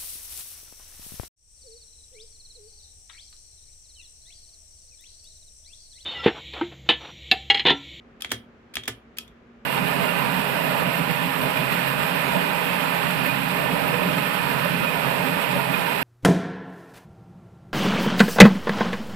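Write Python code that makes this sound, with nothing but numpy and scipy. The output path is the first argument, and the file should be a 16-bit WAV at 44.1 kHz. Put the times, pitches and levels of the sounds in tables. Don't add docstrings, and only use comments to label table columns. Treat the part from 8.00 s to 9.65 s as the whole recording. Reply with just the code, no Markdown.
import sys
import numpy as np
from scipy import signal
from scipy.fft import rfft, irfft
from scipy.io import wavfile
from scipy.ndimage import uniform_filter1d

SR = 44100
rng = np.random.default_rng(int(sys.argv[2]) if len(sys.argv) > 2 else 0)


def output_pcm(signal):
    pcm = np.clip(np.atleast_2d(signal).T, -1, 1) * 32767
    wavfile.write(sys.argv[1], SR, np.round(pcm).astype(np.int16))


N = 72765

# f/Hz, relative level/dB
AIR_SPECTRUM = [(20, -37), (35, -19), (58, -6), (100, -14.5), (140, -12), (175, -13), (240, -7.5),
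                (290, -15.5), (390, -11.5), (550, -17), (900, -22.5), (1350, -21), (2400, -27.5),
                (4500, -42.5), (7000, -49), (9000, -61), (16000, -65.5)]
# f/Hz, correlation
AIR_CORRELATION = [(100, 0.91), (350, 0.92), (800, 0.24), (2000, 0.1), (8000, 0.088)]
# f/Hz, t60/s
ROOM_DECAY = [(200, 0.64), (1000, 0.17), (3000, 0.2352), (7000, 0.12), (15000, 0.27)]
# f/Hz, relative level/dB
ROOM_SPECTRUM = [(200, 10.5), (800, -5), (1800, -2), (3300, -1.5), (6000, 1), (10000, -1), (15000, -15)]

# t/s, level/dB
SLIDER_SCRAPES = [(0.2048, -15.5), (0.7374, -14.5), (1.1688, -16.5)]
# t/s, level/dB, tilt/(dB per octave), left minus right/dB, bright mode f/Hz
SWITCH_SNAPS = [(0.2207, -6.5, -0.5, 2.5, 10710), (0.7545, -5.5, -2, 2.5, 10800),
                (1.1845, -5, 1.2, -1.5, 12520)]
# t/s, level/dB, tilt/(dB per octave), thump level/dB
BAR_KNOCKS = [(0.246, -4, 2, -14.5), (0.768, 0.5, 2.5, -8.5)]
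# t/s, level/dB, tilt/(dB per octave)
WIRE_TICKS = [(0.292, -20.5, -3.5), (0.3035, -13.5, -2.5), (0.8343, -13.5, -2.5), (0.854, -17.5, -2.5),
              (1.277, -27.5, -0.5)]
# t/s, level/dB, tilt/(dB per octave), thump level/dB
BAR_CLACKS = [(0.3164, 3, -1, 0.5), (0.8783, 1, -0.5, -0.5)]

# f/Hz, relative level/dB
SCRAPE_SPECTRUM = [(500, -39), (1400, -6.5), (2400, -3), (3500, -2), (6000, -11.5), (10000, -12),
                   (15000, -22)]
SNAP_SPECTRUM = [(410, -63.5), (700, -36.5), (1660, -9.5), (2050, -16), (2460, -7), (3280, 0), (4100, -5.5),
                 (5470, -5.5), (6070, -10), (10500, -11), (11500, -19.5), (12800, -6.5), (16000, -29.5)]
KNOCK_SPECTRUM = [(120, -50), (200, -34), (806, -0.5), (1060, -9.5), (2050, -1), (2960, -5.5), (3250, -1.5),
                  (4770, -19.5), (5630, -23), (6400, -19.5), (9060, -26.5), (16000, -42)]
TICK_SPECTRUM = [(800, -37), (1900, -8), (2900, -8), (3550, 5), (4100, -16), (6000, -12), (15000, -25)]
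CLACK_SPECTRUM = [(120, -42.5), (200, -19), (683, -7.5), (1400, -9.5), (1680, -2.5), (2290, -6),
                  (2560, -10.5), (3250, -2), (4430, -17), (5040, -9.5), (6050, -11.5), (13600, -14.5),
                  (16000, -14.5)]
# f/Hz, left minus right/dB
SWITCH_BALANCE = [(1500, -5), (2400, -5), (3300, 6), (4800, -6), (7500, -4), (10500, 4), (14000, 13)]
KNOCK_BALANCE = [(800, 0), (2200, 0), (3300, -3.5), (5000, -6.5), (8000, -1.5), (14000, 7.5)]
CLACK_BALANCE = [(300, 3.5), (900, -2), (1600, -7.5), (2400, -8), (3300, 2), (5000, -1), (7500, -0.5),
                 (10500, -1.5), (14000, 7)]

# f/Hz, relative level/dB, t60/s
BAR_MODES = [(1198, 0.5, .11), (1474, -4, 0.2), (1741, -0.5, 0.084), (1990, -19.5, 0.16),
             (2348, -0.5, 0.059), (2704, -0.5, 0.068), (3270, -3, 0.089), (3246, -2.5, 0.18),
             (3520, -13, 0.043), (5590, -19.5, .08), (6700, -2, .15)]
# f/Hz, relative level/dB, t60/s
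HOUSING_MODES = [(1295, -18.5, 0.075), (2524, -8, 0.0284), (3322, -4.5, 0.023), (5490, -9, 0.022)]
# f/Hz, relative level/dB, t60/s, build-up/s
DESK_MODES = [(72, -6.5, .2, 0.018), (115.3, 1, 0.25, 0.032), (251.3, -4, 0.3, .004),
              (271.2, 1, 0.12, 0.0044), (377.7, -0.5, 0.18, 0.008), (445.8, -3.5, 0.18, .003)]

SCRAPE_RISE_S, SCRAPE_T60_S = 0.005, 0.018


def amp(db):
    return 10 ** (np.asarray(db) / 20)


def read(points, hz):
    f, value = np.transpose(points)
    return np.interp(np.log(hz + 1), np.log(f + 1), value)


def unit(x):
    return x / np.sqrt(np.mean(np.sum(x ** 2, -1)) + 1e-20)


def add(mix, s, sound):
    part = mix[:, max(round(s * SR), 0):][:, :sound.shape[-1]]
    part += sound[..., :part.shape[1]]


def split_db(balance_db):
    return np.array([[.5], [-.5]]) * balance_db


def correlate(noises, correlation):
    a, b = noises
    return np.array([a, correlation * a + np.sqrt(1 - correlation ** 2) * b])


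def colour(x, db, size=4096):
    cepstrum = irfft(np.log(amp(np.maximum(db, -100))))
    cepstrum[..., 1:size // 2] *= 2
    cepstrum[..., size // 2 + 1:] = 0
    return signal.fftconvolve(x, irfft(np.exp(rfft(cepstrum))), axes=1)


def mode(t, hz, t60_s, phase=0):
    return amp(-60 * t / t60_s) * np.sin(2 * np.pi * (hz * t + phase))


def drift():
    t = np.arange(N) / SR
    waves = sum(np.sin(2 * np.pi * (f * t + rng.random())) for f in np.geomspace(1, 10, 24))
    return np.sqrt(N) * unit(waves)


def air(rms_db=-53):
    hz = np.fft.rfftfreq(N, 1 / SR)
    noise = correlate(rfft(rng.standard_normal((2, N))), read(AIR_CORRELATION, hz))
    tone = irfft(noise * amp(read(AIR_SPECTRUM, hz)), N)
    return amp(rms_db) * np.sqrt(N) * unit(tone)


def fan(hum_hz=233.1, wander_hz=3.75, rms_db=-58.5):
    level = 1 + 0.25 * drift()
    hz = hum_hz + wander_hz * drift()
    hum = level * np.sin(2 * np.pi * np.cumsum(hz) / SR)
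    return amp(rms_db) * np.sqrt(N) * unit(hum)


def contact(spectrum, balance, rise_s, t60_s, tilt_db=0, ring_db=-8.5, size=4096):
    t, hz = np.arange(size) / SR, np.fft.rfftfreq(size, 1 / SR)
    envelope = np.minimum(t / rise_s, 1) * amp(-60 * np.maximum(t - rise_s, 0) / t60_s) + 1e-9
    burst = correlate(rng.standard_normal((2, size)), 0.53) * envelope
    for _ in range(5):
        bins = rfft(burst)
        burst = irfft(bins / np.sqrt(uniform_filter1d(abs(bins) ** 2, size=25) + 1e-12))
        burst *= envelope / np.sqrt(abs(uniform_filter1d(burst ** 2, size=64)) + 1e-14)
    ring_t = np.arange(2 * size) / SR
    ring = np.zeros((2, 2 * size))
    for f, db, t60 in BAR_MODES:
        phases = rng.random() + rng.random((2, 1)) / 2
        ring += amp(db) * unit(mode(ring_t, f, t60, phases))
    gain_db = read(spectrum, hz) + tilt_db * np.log2((hz + 100) / 3000)
    gain_db = gain_db + split_db(read(balance, hz))
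    out = amp(ring_db) * unit(colour(ring, gain_db))
    add(out, 0, unit(colour(burst, gain_db)))
    return out


def scrapes(mix):
    for s, db in SLIDER_SCRAPES:
        add(mix, s, amp(db) * contact(SCRAPE_SPECTRUM, SWITCH_BALANCE, SCRAPE_RISE_S, SCRAPE_T60_S))


def room(x, delay_s=0.0063, gain_db=-8):
    hz, t, noise = signal.stft(rng.standard_normal((2, SR // 2)), SR, nperseg=256)
    decay = amp(-60 * t / read(ROOM_DECAY, hz)[:, None])
    tail = signal.istft(noise * decay, SR)[1]
    tail = colour(unit(tail), read(ROOM_SPECTRUM, np.fft.rfftfreq(4096, 1 / SR))[None])
    out = np.zeros((2, N))
    add(out, delay_s, amp(gain_db) * signal.fftconvolve(x, tail, axes=1))
    return out


def snaps(mix, rise_s=0.00099, t60_s=0.016, bright_db=-8.5, bright_t60_s=0.0088):
    t = np.arange(SR // 10) / SR
    attack = np.minimum(t / rise_s, 1)
    for s, db, tilt, pan_db, bright_hz in SWITCH_SNAPS:
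        gain = amp(db + split_db(pan_db))
        add(mix, s, gain * contact(SNAP_SPECTRUM, SWITCH_BALANCE, rise_s, t60_s, tilt))
        for f, mode_db, t60 in HOUSING_MODES + [(bright_hz, bright_db, bright_t60_s)]:
            ring = unit(attack * mode(t, f, t60, rng.random()))
            add(mix, s, gain * amp(mode_db + split_db(read(SWITCH_BALANCE, f))) * ring)


def knocks(mix, rise_s=0.0012, t60_s=0.018):
    for s, db, tilt, _ in BAR_KNOCKS:
        knock = contact(KNOCK_SPECTRUM, KNOCK_BALANCE, rise_s, t60_s, tilt)
        bounce = contact(KNOCK_SPECTRUM, KNOCK_BALANCE, rise_s, t60_s, tilt)
        add(mix, s, amp(db) * knock)
        add(mix, s + 0.014, amp(db - 17) * bounce)


def desk_thumps(mix, gain_db=-12):
    t = np.arange(SR // 2) / SR
    thump = sum(amp(db) * unit(np.minimum(t / rise, 1) ** 2 * mode(t, f, t60))
                for f, db, t60, rise in DESK_MODES)
    for s, _, _, thump_db in BAR_KNOCKS + BAR_CLACKS:
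        add(mix, s, amp(thump_db + gain_db) * thump)


def finger_thuds(mix, hz=79.4, rise_s=0.008, t60_s=0.08, gain_db=-12):
    t = np.arange(SR // 5) / SR
    thud = unit(np.minimum(t / rise_s, 1) * mode(t, hz, t60_s))
    for s, _, _, thump_db in BAR_KNOCKS:
        add(mix, s, amp(thump_db + gain_db) * thud)


def ticks(mix, rise_s=0.0018, t60_s=0.036):
    for s, db, tilt in WIRE_TICKS:
        add(mix, s, amp(db) * contact(TICK_SPECTRUM, SWITCH_BALANCE, rise_s, t60_s, tilt))


def clacks(mix, rise_s=0.0009):
    for s, db, tilt, _ in BAR_CLACKS:
        slide = contact(SCRAPE_SPECTRUM, CLACK_BALANCE, SCRAPE_RISE_S, SCRAPE_T60_S)
        clack = contact(CLACK_SPECTRUM, CLACK_BALANCE, rise_s, t60_s=0.034, tilt_db=tilt)
        rattle = contact(CLACK_SPECTRUM, KNOCK_BALANCE, rise_s, t60_s=0.074, tilt_db=tilt - 1.47)
        add(mix, s - 0.0025, amp(db - 4) * slide)
        add(mix, s, amp(db) * clack)
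        add(mix, s + 0.0068, amp(db - 7.5) * rattle)


def microphones(x, right_lag_s=0.00008, mono_below_hz=600):
    hz = np.fft.rfftfreq(N, 1 / SR)
    bins = rfft(x)
    bins[1] *= np.exp(-2j * np.pi * hz * right_lag_s)
    mid = bins.mean(0)
    side = (bins - mid) * hz / np.hypot(hz, mono_below_hz)
    return irfft(mid + side, N)


def scene():
    keys = np.zeros((2, N))
    for source in (scrapes, snaps, knocks, clacks, ticks):
        source(keys)
    out = microphones(keys + room(keys)) + air() + fan()
    desk_thumps(out)
    finger_thuds(out)
    return out


def record(dry, edge_hz=16000):
    lowpass = signal.firwin(255, edge_hz, window=("kaiser", 9), fs=SR)
    return signal.oaconvolve(dry, lowpass[None], "same")


dry = scene()
out = record(dry)
output_pcm(out)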